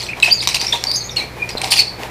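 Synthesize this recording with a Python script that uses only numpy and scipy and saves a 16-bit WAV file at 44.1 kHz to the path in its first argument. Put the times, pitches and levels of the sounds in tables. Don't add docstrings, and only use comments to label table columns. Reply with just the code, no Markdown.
import sys
import numpy as np
from scipy import signal
from scipy.fft import rfft, irfft
from scipy.io import wavfile

SR = 44100
rng = np.random.default_rng(int(sys.argv[2]) if len(sys.argv) > 2 else 0)


def materialize(psi):
    bounded = np.clip(np.atleast_2d(psi).T, -1, 1)
    quanta = np.round(bounded * 32767).astype(np.int16)
    wavfile.write(sys.argv[1], SR, quanta)


N = 92610
T = np.arange(N) / SR
T_SHORT = T[:SR // 50]
FADE_POWER = 1.054


def amp(db):
    return 10 ** (np.asarray(db) / 20)


def unit(x):
    return x / np.sqrt(np.mean(x ** 2) + 1e-20)


def read(points, hz):
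    f, value = np.transpose(points)
    return np.interp(np.log(hz + 1), np.log(f), value)


def add(mix, s, sound):
    part = mix[round(s * SR):][:len(sound)]
    part += sound[:len(part)]


def lowpass_shape(f_hz, corner_hz):
    return 1 / (1 + (f_hz / corner_hz) ** 2) ** 2


def wander(corner_hz):
    f_hz = np.fft.rfftfreq(N, 1 / SR)
    return unit(irfft(rfft(rng.standard_normal(N)) * lowpass_shape(f_hz, corner_hz), N))


def colour(x, points, size=2048):
    log_gain = np.log(amp(read(points, abs(np.fft.fftfreq(size, 1 / SR)))))
    spectrum = np.exp(np.conj(signal.hilbert(log_gain)))
    taps = np.fft.ifft(spectrum).real[:size // 2]
    return signal.oaconvolve(x, taps / np.linalg.norm(taps))[:N]


def swell(t, rise, fall):
    up = np.clip(t / rise, 0, 1)
    down = np.clip(1 - (t - rise) / fall, 0, 1)
    return np.sin(up * np.pi / 2) * down ** FADE_POWER


def swells(rows):
    return sum(amp(db) * swell(T - start, rise, fall) for start, rise, fall, db in rows)


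# [f/Hz, relative level/dB]
FLOOR_SPECTRUM = [(20, -11.5), (121, 1.5), (278, -6.5), (357, -1), (865, -7), (1550, -12.5), (2340, -8),
                  (2850, -18.5), (4200, -17), (6910, -27.5), (13400, -31)]
# [f/Hz, rms level/dB]
HUM_PARTIALS = [(60, -44.5), (120.3, -41), (181, -50)]
FLOOR_DB = -34


def background():
    hum = np.zeros(N)
    for hz, db in HUM_PARTIALS:
        hum += amp(db) * np.sqrt(2) * np.sin(2 * np.pi * (hz * T + rng.random()))
    return hum + amp(FLOOR_DB) * colour(rng.standard_normal(N), FLOOR_SPECTRUM, size=8192)


LINK_SPREAD_DB = 3


def contacts(per_s):
    hits = rng.random(N) < per_s / SR
    return hits * amp(LINK_SPREAD_DB * np.minimum(rng.exponential(1, N), 3))


PINGS_PER_S, PING_RING_S = 900, 0.003


def pings(count=48):
    out = np.zeros(N)
    for hz in np.linspace(1800, 14500, count) * rng.uniform(.97, 1.03, count):
        ring = np.exp(-T_SHORT / PING_RING_S) * np.sin(2 * np.pi * hz * T_SHORT)
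        out += signal.oaconvolve(contacts(PINGS_PER_S / count), ring)[:N]
    return unit(out)


# [f/Hz, relative level/dB]
LINK_SPECTRUM = [(100, -61), (900, 0.5), (1500, -13), (2000, -3), (2500, 3.5), (3200, -4), (4200, 3),
                 (5500, -1.5), (6800, -6.5), (8500, -8.5), (11000, -18.5), (15000, -20)]
# [start t/s, rise t/s, fall t/s, level/dB]
RATTLE_SWELLS = [(0, 0.00072, 0.13, -27.5), (.228, 0.001, 0.09, -19.5), (.412, 0.014, 0.046, -21.5),
                 (.478, 0.017, 0.1, -23), (.542, 0.016, 0.022, -18), (.595, 0.016, 0.33, -28.5),
                 (.722, 0.0043, 0.064, -28.5), (1.16, 0.0037, 0.089, -26), (1.49, 0.0015, 0.034, -25),
                 (1.615, 0.0011, 0.011, -18.5), (1.63, 0.013, 0.085, -24), (1.700, 0.04, 0.018, -16),
                 (1.745, 0.049, 0.04, -17.5)]
LINKS_PER_S, LINK_RING_S = 900, .0012
PING_SHARE = .6


def rattles():
    energy = signal.oaconvolve(contacts(LINKS_PER_S) ** 2, np.exp(-2 * T_SHORT / LINK_RING_S))[:N]
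    grit = unit(np.sqrt(abs(energy)) * rng.standard_normal(N))
    texture = np.sqrt(1 - PING_SHARE) * grit + np.sqrt(PING_SHARE) * pings()
    return colour(texture * swells(RATTLE_SWELLS), LINK_SPECTRUM)


# [f/Hz, t/s]
REVERB_T60 = [(200, 0.16), (4500, 0.32), (9000, 0.25), (15000, 0.16)]
ROOM_DELAY_S, REFLECTIONS_PER_S = .004, 3000


def room(x, size=256):
    taps = rng.choice([-1., 1.], SR) * (rng.random(SR) < REFLECTIONS_PER_S / SR)
    taps = taps * (T[:SR] > ROOM_DELAY_S)
    hz, t, z = signal.stft(taps, SR, nperseg=size)
    decay = amp(-60 * t / read(REVERB_T60, hz)[:, None])
    tail = signal.istft(z * decay, SR, nperseg=size)[1]
    return signal.fftconvolve(x, tail / np.linalg.norm(tail))[:N]


# [start t/s, rise t/s, fall t/s, level/dB, first f/Hz, last f/Hz, roughness/1]
SQUEAK_CHIRPS = [ (0.089, 0.00043, 0.049, -16, 2410, 2810, 0.4),
                 (0.132, 0.0011, 0.011, -12.5, 2154, 2800, 0.19),
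                 (0.2245, 0.0033, 0.0016, -0.5, 4290, 3340, 0.37),
                 (0.2292, 0.00064, 0.017, 6, 2635, 2458, 0.36),
                 (.257, 0.011, 0.0036, -5.5, 2620, 2745, 0.4), (0.272, 0.0058, 0.029, -11, 2440, 2696, 1),
                 (.292, 0.014, 0.018, -15, 3000, 3260, 1.01), (0.307, 0.014, 0.0042, -2, 4450, 4714, 0.03),
                 (0.3237, 0.0027, 0.012, 4, 4757, 4890, 0.14), (0.334, 0.004, 0.056, -22, 6900, 6050, 0.66),
                 (0.366, 0.033, 0.015, -17.5, 4710, 4000, 0.43),
                 (0.405, 0.0016, .005, -10, 3880, 3800, 0.4), (.411, .003, 0.0052, -10.5, 5150, 4800, 0),
                 (0.594, 0.0078, 0.075, -15, 4650, 5030, 0.53),
                 (0.666, 0.0028, 0.0048, -6.5, 5330, 5700, 0.18),
                 (0.683, 0.0016, 0.024, -12.5, 5330, 5970, 0.25),
                 (.7235, 0.0048, 0.0062, -3, 3755, 3070, 0.08), (0.732, 0.0025, 0.018, -7, 3660, 3814, 0.5),
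                 (.869, 0.0028, 0.0064, -6.5, 4590, 4600, 0.04),
                 (.879, 0.0038, 0.051, -10.5, 4670, 4387, 0.4),
                 (0.9144, 0.0014, 0.0077, -5, 4420, 4400, 0.56),
                 (0.924, 0.032, 0.013, -10.5, 4500, 5070, 0.72),
                 (.957, 0.0044, 0.046, -13, 6510, 6290, 0.47),
                 (0.959, 0.0042, 0.042, -17, 4950, 4380, 0.34),
                 (1.005, .003, 0.038, -16.5, 4320, 4210, 0.42),
                 (1.030, 0.026, 0.036, -24, 6460, 6520, 0.44),
                 (1.092, 0.0043, 0.0063, -18, 3600, 3530, 0.42),
                 (1.10, 0.02, 0.0355, -25.5, 5710, 5100, 0.6),
                 (1.16, 0.012, 0.0386, -17.5, 2860, 2330, 0.5),
                 (1.167, 0.002, 0.023, -6.5, 4318, 4050, 0.25),
                 (1.183, 0.0036, 0.026, -13, 4280, 3650, 0.32),
                 (1.195, 0.024, 0.036, -19.5, 2268, 2370, 0.37),
                 (1.385, 0.032, 0.049, -24.5, 2428, 2390, 0.08), (1.418, 0.013, 0.0051, -7, 2432, 2407, 0),
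                 (1.497, 0.022, 0.045, -28, 4990, 4800, 0.25),
                 (1.572, 0.0023, 0.0039, -9.5, 4020, 4240, 0.25),
                 (1.58, 0.0016, 0.0069, -11, 4250, 4120, 0.78),
                 (1.704, 0.022, 0.019, -6.5, 4950, 4615, 1.23),
                 (1.721, 0.0052, 0.013, -7, 2650, 2880, 0.56), (1.75, 0.031, 0.014, -8, 4825, 4405, 0.96),
                 (1.754, 0.044, 0.0084, -13, 2780, 2436, 0.71), (1.787, 0.0084, 0.033, 0, 4550, 4420, 0.47),
                 (1.824, 0.068, 0.074, -24.5, 4480, 4420, 0.4)]
SQUEAK_PARTIALS_DB = [-3, -34, -43.5]
OVERTONE_ROUGH_DB = 20.5
WOBBLE_SHARE, WOBBLE_HZ = 0.0507, 163
SCRAPE_SHARE, SCRAPE_HZ, OVERTONE_SMEAR = 0.89, 1080, 2.2


def squeaks():
    out, wobble = np.zeros(N), wander(WOBBLE_HZ)
    grain = rng.standard_normal(N) + 1j * rng.standard_normal(N)
    for start, rise, fall, db, first_hz, last_hz, rough in SQUEAK_CHIRPS:
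        span = (T >= start) & (T < start + rise + fall)
        t = T[span] - start
        hz = np.linspace(first_hz, last_hz, len(t)) * (1 + WOBBLE_SHARE * rough * wobble[span])
        phase = 2 * np.pi * np.cumsum(hz) / SR
        level = amp(db) * swell(t, rise, fall)
        width_hz = SCRAPE_HZ * np.sqrt(rough) + 1
        band = lowpass_shape(np.fft.fftfreq(len(t), 1 / SR), width_hz)
        scrape = np.fft.ifft(np.fft.fft(grain[span]) * band)
        scrape /= np.sqrt(np.mean(abs(scrape) ** 2))
        for k, partial_db in enumerate(SQUEAK_PARTIALS_DB):
            smear = SCRAPE_SHARE * rough * (1 + k * OVERTONE_SMEAR)
            smeared = (1 + smear * scrape) * np.exp(1j * (k + 1) * phase)
            partial = smeared.imag / np.hypot(1, smear)
            boost_db = (k > 0) * rough * OVERTONE_ROUGH_DB
            out[span] += level * amp(partial_db + boost_db) * partial
    return out


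# [start t/s, rise t/s, fall t/s, level/dB]
SWISH_SWELLS = [(.16, 0.012, 0.17, -31.5), (.26, 0.026, 0.042, -31.5), (.60, 0.046, 0.026, -29),
                (.72, 0.035, 0.014, -24), (.82, 0.033, 0.14, -33), (1.17, 0.027, 0.1, -30.5),
                (1.36, 0.012, 1, -36), (1.55, 0.13, 0.038, -33), (1.98, 0.053, 0.074, -28.5)]
# [f/Hz, relative level/dB]
SWISH_SPECTRUM = [(60, -16), (250, -2), (550, -1), (900, 4.5), (1300, -10.5), (2200, -4), (3500, -13),
                  (10000, -24)]


def swishes():
    return colour(rng.standard_normal(N), SWISH_SPECTRUM) * swells(SWISH_SWELLS)


# [t/s, level/dB, ring f/Hz]
LINK_CLICKS = [(.2012, -13, 4000), (0.4416, -23, 3580), (0.4734, 3, 3900), (0.4779, -5.5, 6060),
               (.4892, -7, 5840), (.5437, -12, 4530), (0.5453, -6.5, 2760), (0.5486, -2.5, 4800),
               (.6145, -8.5, 6000), (0.6477, -14, 2640), (.731, -12, 1810), (0.8393, -4.5, 5520),
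               (.9146, -12, 3900), (1.4902, -24, 5000), (1.6168, -10.5, 8600), (1.6442, -7, 2220),
               (1.721, -2, 4410), (1.7675, -9, 2530), (2.034, -17, 2510)]
CLICK_DECAY_S, CLICK_RING_S = 0.00097, 0.0015
CLICK_RING_SHARE = 0.38


def clicks():
    bursts, rings = np.zeros(N), np.zeros(N)
    decay = np.exp(-T_SHORT / CLICK_DECAY_S)
    burst_rms = np.sqrt((1 - CLICK_RING_SHARE) * np.mean(decay ** 2))
    ring_decay = np.sqrt(2 * CLICK_RING_SHARE) * np.exp(-T_SHORT / CLICK_RING_S)
    for s, db, hz in LINK_CLICKS:
        burst = unit(rng.standard_normal(len(T_SHORT)) * decay)
        add(bursts, s, amp(db) * burst_rms * burst)
        add(rings, s, amp(db) * ring_decay * np.sin(2 * np.pi * hz * T_SHORT))
    return colour(bursts, LINK_SPECTRUM) + rings


# [t/s, level/dB, f/Hz, decay t/s]
STICK_KNOCKS = [(.282, -20.5, 707, .012), (0.737, -18.5, 944, 0.021), (1.5523, -4, 520, 0.0008),
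                (1.636, -17, 775, 0.013)]


def knocks():
    out = np.zeros(N)
    for s, db, hz, decay_s in STICK_KNOCKS:
        t = np.maximum(T - s, 0)
        out -= amp(db) * np.exp(-t / decay_s) * np.sin(2 * np.pi * hz * t)
    return out


ROOM_DB = -9.5


def scene():
    sticks = rattles() + squeaks() + swishes() + clicks() + knocks()
    mono = background() + sticks + amp(ROOM_DB) * room(sticks)
    return np.array([mono, mono])


CEILING, KNEE, CUTOFF_HZ = .92, 6, 15100


def record(dry):
    fine = signal.resample_poly(dry, 2, 1, axis=1)
    squashed = fine / (1 + abs(fine / CEILING) ** KNEE) ** (1 / KNEE)
    coarse = signal.resample_poly(squashed, 1, 2, axis=1)
    lowpass = signal.firwin(255, CUTOFF_HZ, window=("kaiser", 8), fs=SR)
    return signal.oaconvolve(coarse, lowpass[None], "same")


dry = scene()
out = record(dry)
materialize(out)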